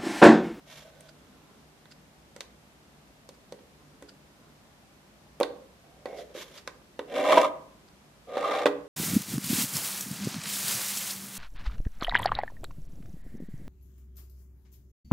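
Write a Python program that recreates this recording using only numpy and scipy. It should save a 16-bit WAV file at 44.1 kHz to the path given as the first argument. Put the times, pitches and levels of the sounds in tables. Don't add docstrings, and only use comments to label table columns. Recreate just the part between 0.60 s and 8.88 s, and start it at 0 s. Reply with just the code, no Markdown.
import sys
import numpy as np
from scipy import signal
from scipy.fft import rfft, irfft, next_fast_len
from scipy.io import wavfile
from scipy.ndimage import uniform_filter1d

SR = 44100
rng = np.random.default_rng(int(sys.argv[2]) if len(sys.argv) > 2 else 0)


def dump_mix(stems):
    frames = np.atleast_2d(stems).T
    limited = np.clip(frames, -1, 1)
    pcm = np.round(limited * 32767).astype(np.int16)
    wavfile.write(sys.argv[1], SR, pcm)


N = 365147
TIME = np.arange(N) / SR
# frequency in Hz, side relative to mid in dB.
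TOY_WIDTH = [(100, -17), (500, -16), (1000, -13), (2000, -11), (4000, -6), (8000, 1.5), (13000, 1)]
# frequency in Hz, side relative to mid in dB.
ROOM_WIDTH = [(60, -11.5), (150, -13.5), (370, -8), (930, -2), (2320, 1), (5780, 0), (14400, 0)]


def contacts():
    # start in seconds, relative levels in dB of the knock of the case,
    # the clack of the walls and the tick of the edge, favoured case pitch in Hz, favoured edge pitch in Hz.
    contact_rows = [(0.407, -62, -61, -50.5, 600, 8540), (1.255, -51, -55, -58, 895, 3400),
                    (1.763, -45, -49, -48, 560, 6340), (1.8061, -42.5, -40.5, -35, 600, 5040),
                    (2.690, -46, -53, -47, 507, 5500), (2.923, -36.5, -50, -46, 490, 5150),
                    (2.990, -47, -61, -65, 305, 3060), (3.424, -36.5, -51, -52, 340, 6900),
                    (4.8011, -24.5, -37.5, -38, 516, 8950), (4.810, -15, -27, -43, 590, 1700),
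                    (4.831, -29, -30, -28.5, 600, 4150), (5.4568, -27, -39, -45.5, 690, 3900),
                    (5.529, -37, -63, -62, 600, 2500), (5.751, -35, -51, -62, 420, 3200),
                    (6.0751, -39, -33.5, -37.5, 520, 5000), (6.392, -27, -34.5, -41, 430, 3604),
                    (6.562, -47, -36, -40, 600, 2806), (6.723, -22.5, -24, -35, 596, 2670),
                    (6.7754, -24, -24.5, -34.5, 793, 2700), (6.815, -23.5, -42, -35, 620, 6100),
                    (7.770, -26, -33, -43, 553, 2994), (8.0574, -14, -20.5, -31, 483, 3414),
                    (8.0641, -16, -23, -31, 450, 3480)]
    # frequency in Hz, relative level in dB, 60 dB decay time in seconds.
    case_modes = [(191.5, -26, .15), (289, -9.5, 0.38), (341, -12, 0.22), (414.6, -12, 0.28),
                  (493.7, -2.5, 0.09), (526.7, -2, .07), (550, -4, .08), (646, -16, 0.048),
                  (762, -12, 0.14), (901, -11.5, 0.054)]
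    # frequency in Hz, width in Hz, relative level in dB.
    wall_peaks = [(1007, 166, 7), (1350, 290, -1.5), (1515, 177, 0.5), (1960, 110, 1), (2270, 410, -3.5)]
    # frequency in Hz, width in Hz, relative level in dB.
    edge_peaks = [(2770, 350, 8.5), (3570, 240, 11.5), (4350, 600, 4), (5870, 970, 0.5), (8000, 1900, 1.5),
                  (12000, 5400, -1.5)]
    rebound_above_db, rebound_s = -20, .01
    rebound_body_db, rebound_edge_db = -9.5, -6
    out = np.zeros((2, N))
    t = np.arange(SR // 2) / SR
    for s, knock_db, clack_db, tick_db, case_hz, edge_hz in contact_rows:
        wall_hz = np.sqrt(case_hz * edge_hz)
        case = [(hz, db + favour(hz, case_hz, slope_db=13.0), t60) for hz, db, t60 in case_modes]
        edges = [(hz, width, db + favour(hz, edge_hz, slope_db=12.0)) for hz, width, db in edge_peaks]
        walls = [(hz, width, db + favour(hz, wall_hz, slope_db=9.5)) for hz, width, db in wall_peaks]
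        touches = [(s, 0, 0)]
        if knock_db > rebound_above_db:
            touches.append((s + rebound_s, rebound_body_db, rebound_edge_db))
        for at_s, body_db, edge_db in touches:
            knock = struck(case, t, scatter_db=1.0)
            clack = crack(t, walls, t60=0.017, ring_db=-13, ring_t60=0.14)
            tick = crack(t, edges, t60=0.0093, ring_db=-9.5, ring_t60=0.052)
            sound = from_db(knock_db + body_db) * knock
            sound = sound + from_db(clack_db + body_db) * clack
            sound = sound + from_db(tick_db + edge_db) * tick
            add(out, at_s, sound)
    return out


def drawer_pull():
    # time in seconds, friction in dB.
    friction = [(6.485, -59), (6.569, -37), (6.633, -38.5), (6.729, -27.5), (6.769, -33.5), (6.777, -27.5),
                (6.811, -34.5), (6.857, -36), (6.885, -53)]
    # frequency in Hz, width in Hz, relative level in dB.
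    groan_peaks = [(190.3, 9.6, -16.5), (289.5, 21, -10.5), (403, 56, -15), (533, 32, 1), (574.4, 70, -1),
                   (638.6, 43, 1.5), (829, 37, -3.5)]
    # frequency in Hz, width in Hz, relative level in dB.
    ring_peaks = [(1006, 46, 0), (1112, 40, -2), (1217, 61, -3.5)]
    # frequency in Hz, relative level in dB per Hz.
    rasp_spectrum = [(900, -21), (1400, 1.5), (2200, -2), (2800, -4.5), (3600, -4), (4600, -12),
                     (6000, -14), (8000, -16), (12500, -20), (14500, -33.5)]
    return stroke(friction, groan_peaks, ring_peaks, rasp_spectrum, groan_db=-26.5, ring_db=-38,
                  rasp_db=-35.5, groan_follows=0.92, ring_follows=1.5)


def drawer_push():
    # time in seconds, friction in dB.
    friction = [(7.682, -62), (7.776, -44), (7.806, -43.5), (7.938, -36.5), (8.036, -41), (8.045, -45.5)]
    # frequency in Hz, width in Hz, relative level in dB.
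    groan_peaks = [(305, 38, -12), (418, 34, -6.5), (520, 61, -1), (598, 28, 1), (656, 18, -1),
                   (793, 30, 1)]
    # frequency in Hz, width in Hz, relative level in dB.
    ring_peaks = [(1030, 290, -8), (1214, 42, 5)]
    # frequency in Hz, relative level in dB per Hz.
    rasp_spectrum = [(900, -22), (1400, -1), (1700, 1), (2000, 0.5), (2800, -5.5), (3800, -2), (4800, -11),
                     (6000, -14), (8000, -16), (12500, -21.5), (14500, -27)]
    return stroke(friction, groan_peaks, ring_peaks, rasp_spectrum, groan_db=-29, ring_db=-35,
                  rasp_db=-35.5, groan_follows=0.55, ring_follows=0.81)


def stroke(friction, groan_peaks, ring_peaks, rasp_spectrum, groan_db, ring_db, rasp_db,
           groan_follows, ring_follows):
    # time in seconds, pitch ratio.
    cavity_bend = [(6.5, 0.88), (6.6, .93), (6.69, 1.0), (6.999, 0.96), (7.66, .9), (7.861, 1.0)]
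    # centre in seconds, full width to 1/e in
    # seconds, relative level in dB.
    chatters = [(6.655, .025, -31), (6.703, .016, -28), (6.733, 0.014, -19), (6.836, .016, -24),
                (6.856, 0.019, -22.5), (7.852, 0.051, -29), (7.915, 0.067, -34)]
    usual_friction_db, fade_s = -36, .012
    s, db = np.transpose(friction)
    moving = np.interp(TIME, [s[0] - fade_s, s[0], s[-1], s[-1] + fade_s], [0, 1, 1, 0])
    drive = from_db(np.interp(TIME, s, db) - usual_friction_db)
    force = spread(slips(per_s=2200, size_db=3.0, smooth=.45)) * catching(per_s=120, depth_db=3.3)

    cavity = band(resonate(force, groan_peaks), 130, 840)
    groan = evened(bent(cavity, cavity_bend), window_s=0.018)
    ring = evened(band(resonate(force, ring_peaks), 750, 1500), window_s=0.034)
    rasp = evened(coloured(ringing_walls(force, direct_db=-8), rasp_spectrum), window_s=0.033)

    groan_level = from_db(groan_db) * drive ** groan_follows
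    ring_level = np.hypot(from_db(ring_db) * drive ** ring_follows, swells(chatters))
    rasp_level = from_db(rasp_db) * drive
    return moving * (groan_level * groan + ring_level * ring + rasp_level * rasp)


def judder(start_s=6.7675, per_s=322, peak_s=0.0067, level_db=3.5, count=7):
    # frequency in Hz, relative level in dB, 60 dB decay time in seconds.
    stop_modes = [(524, -37, 0.045), (664, -17, 0.062), (830, -35, .03), (980, -15.5, 0.05),
                  (1210, -38, 0.022), (1585, -34, 0.033), (2740, -30, 0.028), (3530, -37, 0.024)]
    out = np.zeros((2, N))
    t = np.arange(SR // 4) / SR
    bounce = struck(stop_modes, t, scatter_db=.7)
    for delay in np.arange(1, count) / per_s:
        force = (delay / peak_s * np.exp(1 - delay / peak_s)) ** 4
        add(out, start_s + delay, from_db(level_db) * force * bounce)
    return out


def hands():
    # frequency in Hz (drawer: before its bend), width in Hz, relative level in dB.
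    side_panel = [(542, 75, -8.5), (640, 15, 1.5), (724, 44, -14), (1500, 48, -13.5)]
    underside = [(239, 42, 3), (337, 34, -4), (420, 18, -3), (588, 20, -11.5), (1020, 66, -10),
                 (1400, 120, -12.5)]
    drawer_front = [(434, 98, -5), (557, 68, -1.5), (652, 34, 0.5), (747, 47, -2), (1960, 59, -23),
                    (2163, 65, -12)]
    # time in seconds, pitch ratio.
    finger_bend = [(5.46, 1.025), (5.56, 0.99), (5.65, .85), (5.76, .8), (6.0, 0.87)]
    still_parts = rubbing("side", side_panel) + rubbing("underside", underside)
    return still_parts + rubbing("drawer", drawer_front, bend=finger_bend)


def rubbing(part, peaks, bend=None):
    # start in seconds, length in seconds, relative levels in dB of the
    rub_rows = [(0.053, .18, -60, -55.5, "side"), (0.088, 0.097, -63, -51, "side"),
                (0.227, 0.071, -54, -61.5, "side"), (0.317, 0.18, -59, -64.5, "side"),
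                (0.522, 0.49, -62.5, -71.5, "underside"), (3.174, 0.19, -64.5, -76, "underside"),
                (3.76, 0.16, -62, -77, "underside"), (5.222, 0.25, -63, -77, "drawer"),
                (5.446, 0.11, -44.5, -62.5, "drawer"), (5.547, 0.072, -41.5, -53.5, "drawer"),
                (5.62, 0.12, -57.5, -70, "drawer"), (5.733, 0.046, -44.5, -47, "drawer"),
                (5.765, .062, -60, -43, "drawer"), (5.845, 0.082, -57, -57, "drawer"),
                (5.922, 0.073, -58, -52, "drawer")]
    # frequency in Hz, relative level in dB per Hz.
    hiss_spectrum = [(600, -17), (1000, -1), (1550, -2.5), (2000, -5.5), (2600, -5), (3500, -1.5),
                     (4800, -6.5), (6200, -6), (8000, -13), (12500, -11.5), (14500, -22)]
    attack_s, release_s = 0.03, 0.0174
    hum, hiss = 0, 0
    for s, length, hum_db, hiss_db, touched in rub_rows:
        if touched == part:
            swell = np.sin(np.pi / 2 * np.clip((TIME - s) / attack_s, 0, 1)) ** 2
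            pressure = swell * np.exp(-np.clip((TIME - s - length) / release_s, 0, 20))
            hum = np.hypot(hum, from_db(hum_db) * pressure)
            hiss = np.hypot(hiss, from_db(hiss_db) * pressure)
    force = spread(slips(3000, 2.1, smooth=0.72))
    body = evened(band(resonate(force, peaks), 220, 2200))
    if bend:
        body = bent(body, bend)
    caught = force * catching(per_s=90, depth_db=2.1)
    skin = coloured(ringing_walls(caught, direct_db=-3.5), hiss_spectrum)
    return hum * body + hiss * skin


def scuffs():
    # centre in seconds, full width to 1/e in seconds, relative level in dB.
    scuff_rows = [(0.494, 0.013, -52.5), (1.318, 0.018, -52), (2.746, .02, -63), (3.494, 0.018, -50),
                  (5.587, 0.033, -55), (5.983, 0.021, -48), (7.286, 0.016, -61)]
    # frequency in Hz, width in Hz, relative level in dB.
    scuff_peaks = [(1420, 190, 0.5), (3260, 1700, -7.5), (4830, 390, 2), (7250, 1500, -12)]
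    grains = spread(slips(900, 4.7, smooth=1.0))
    return swells(scuff_rows) * rms_one(resonate(grains, scuff_peaks))


def room(x, onset_s=0.0076):
    # frequency in Hz, relative level in dB, 60 dB decay time in seconds.
    decay_rows = [(150, -10.5, 1), (400, -6.5, 0.48), (1000, -11, 0.55), (2540, -12, 0.37),
                  (6000, -14.5, 0.24), (14000, -10.5, 0.18)]
    t = np.arange(SR * 3 // 4) / SR
    edges = np.geomspace(110, 15000, 11)
    response = 0
    for low, high in zip(edges, edges[1:]):
        hz = np.sqrt(low * high)
        decay = from_db(-60 * t / at_hz(decay_rows, hz, axis=2)) * (1 - np.exp(-(t / onset_s) ** 2))
        noise = band(rng.standard_normal((2, len(t))), low, high)
        response = response + from_db(at_hz(decay_rows, hz)) * noise * decay / np.sqrt(np.sum(decay ** 2))
    return signal.fftconvolve(x, spread(response, ROOM_WIDTH), axes=1)[:, :N]


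def room_tone():
    # frequency in Hz, relative level in dB per Hz.
    air_spectrum = [(15, -44.5), (25, -33), (44, -8.5), (117, -8), (141, -11), (194, -4), (420, -11),
                    (506, -12), (594, -10), (1070, -15), (1250, -15.5), (1430, -17), (2020, -18.5),
                    (5710, -24.5), (14500, -32.5)]
    # frequency in Hz, width in Hz, rms level in dB.
    drone_peaks = [(62.4, 6.2, -69), (150.5, 5.4, -66), (194, 12, -70.5)]
    air_db = -58
    noise = spread(rng.standard_normal((2, N)), ROOM_WIDTH)
    drone = sum(from_db(db) * rms_one(resonate(noise, [(hz, width, 0)])) for hz, width, db in drone_peaks)
    air = coloured(spread(rng.standard_normal((2, N)), ROOM_WIDTH), air_spectrum)
    return from_db(air_db) * air + drone


def struck(modes, t, scatter_db, radiate_hz=260):
    rings = 0
    for hz, db, t60 in modes:
        level_db = db + scatter_db * rng.standard_normal()
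        rings = rings + from_db(level_db - 60 * t / t60) * np.sin(2 * np.pi * hz * t)
    return signal.sosfilt(signal.butter(3, radiate_hz, "high", fs=SR, output="sos"), rings)


def crack(t, peaks, t60, ring_db, ring_t60):
    burst = from_db(-60 * t / t60) + from_db(ring_db - 60 * t / ring_t60)
    noise = spread(rng.standard_normal((2, len(t))))
    sound = resonate(noise * burst, peaks)
    return sound / np.sqrt(np.sum(sound ** 2) / (2 * SR * .005))


def favour(hz, centre_hz, slope_db):
    return -slope_db * np.abs(np.log2(hz / centre_hz))


def slips(per_s, size_db, smooth):
    sizes = from_db(size_db * np.minimum(rng.exponential(1, (2, N)), 4))
    sizes = sizes * rng.choice([-1, 1], (2, N))
    slipping = rng.random((2, N)) < per_s / SR
    return rms_one(sizes * slipping) + smooth * rng.standard_normal((2, N))


def catching(per_s, depth_db):
    gaps = rng.uniform(.35, 1.65, int(2 * per_s * N / SR)) / per_s
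    starts = np.concatenate([[0], np.cumsum(gaps)])
    latest = np.searchsorted(starts, TIME, side="right") - 1
    strength_db = depth_db * rng.uniform(-0.75, 1, len(starts))
    fade_db = 2 * depth_db * (TIME - starts[latest]) * per_s
    return rms_one(from_db(strength_db[latest] - fade_db))


def ringing_walls(force, direct_db):
    # frequency in Hz, width in Hz, relative level in dB.
    wall_ring = [(1590, 26, -4.5), (1850, 20, -0.5), (2054, 37, -3.5), (2194, 47, 0), (2334, 47, -1),
                 (2740, 59, -2), (3144, 55, -4.5), (3455, 45, 0), (3840, 130, -9), (5600, 74, -2.5),
                 (7000, 61, -3.5)]
    return from_db(direct_db) * force + sum(resonate(force, [peak]) for peak in wall_ring)


def evened(x, window_s=0.04):
    power = uniform_filter1d(np.mean(x ** 2, axis=0), max(int(window_s * SR), 2))
    return x / np.sqrt(power + 1e-9)


def bent(x, bend):
    position = np.cumsum(np.interp(TIME, *np.transpose(bend))) % (N - 1)
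    return np.array([np.interp(position, np.arange(N), channel) for channel in x])


def swells(rows):
    return sum(from_db(db) * np.exp(-(2 * (TIME - s) / length) ** 2) for s, length, db in rows)


def resonate(x, peaks):
    out = 0
    for k, (hz, width, db) in enumerate(peaks):
        r = np.exp(-np.pi * width / SR)
        poles = [1, -2 * r * np.cos(2 * np.pi * hz / SR), r * r]
        zeros = [(1 - r * r) / 2, 0, (r * r - 1) / 2]
        out = out + (-1) ** k * from_db(db) * signal.lfilter(zeros, poles, x)
    return out


def band(x, low_hz, high_hz):
    sos = signal.butter(2, [low_hz, min(high_hz, .45 * SR)], "band", fs=SR, output="sos")
    return signal.sosfilt(sos, x)


def coloured(x, spectrum):
    size = next_fast_len(N)
    gain = from_db(at_hz(spectrum, np.fft.rfftfreq(size, 1 / SR)))
    return rms_one(irfft(rfft(x, size) * gain, size)[..., :N])


def spread(pair, width=TOY_WIDTH):
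    size = next_fast_len(pair.shape[1])
    mid, side = rfft(pair, size)
    apart = from_db(at_hz(width, np.fft.rfftfreq(size, 1 / SR)))
    both = (mid + apart * side * [[1], [-1]]) / np.sqrt(1 + apart ** 2)
    return irfft(both, size)[:, :pair.shape[1]]


def at_hz(points, hz, axis=1):
    points = np.array(points)
    return np.interp(np.log(np.maximum(hz, 1)), np.log(points[:, 0]), points[:, axis])


def from_db(db):
    return 10 ** (np.asarray(db) / 20)


def rms_one(x):
    return x / np.sqrt(np.mean(x ** 2) + 1e-20)


def add(out, s, sound):
    at = int(s * SR)
    out[:, at:at + sound.shape[-1]] += sound[..., :N - at]


def scene():
    drawer = drawer_pull() + drawer_push()
    touch = hands()
    case = (contacts() + scuffs() + touch) * from_db([[-1.1], [.9]])
    drawer = (drawer + judder()) * from_db([[-.4], [.4]])
    return case + drawer + room(case + from_db(-0.5) * drawer) + room_tone()


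def record(dry):
    cutoff_hz = 14500
    low_pass = signal.ellip(10, .1, 80, cutoff_hz, fs=SR, output="sos")
    return signal.sosfilt(low_pass, np.clip(dry, -1, 1))


dry = scene()
out = record(dry)
dump_mix(out)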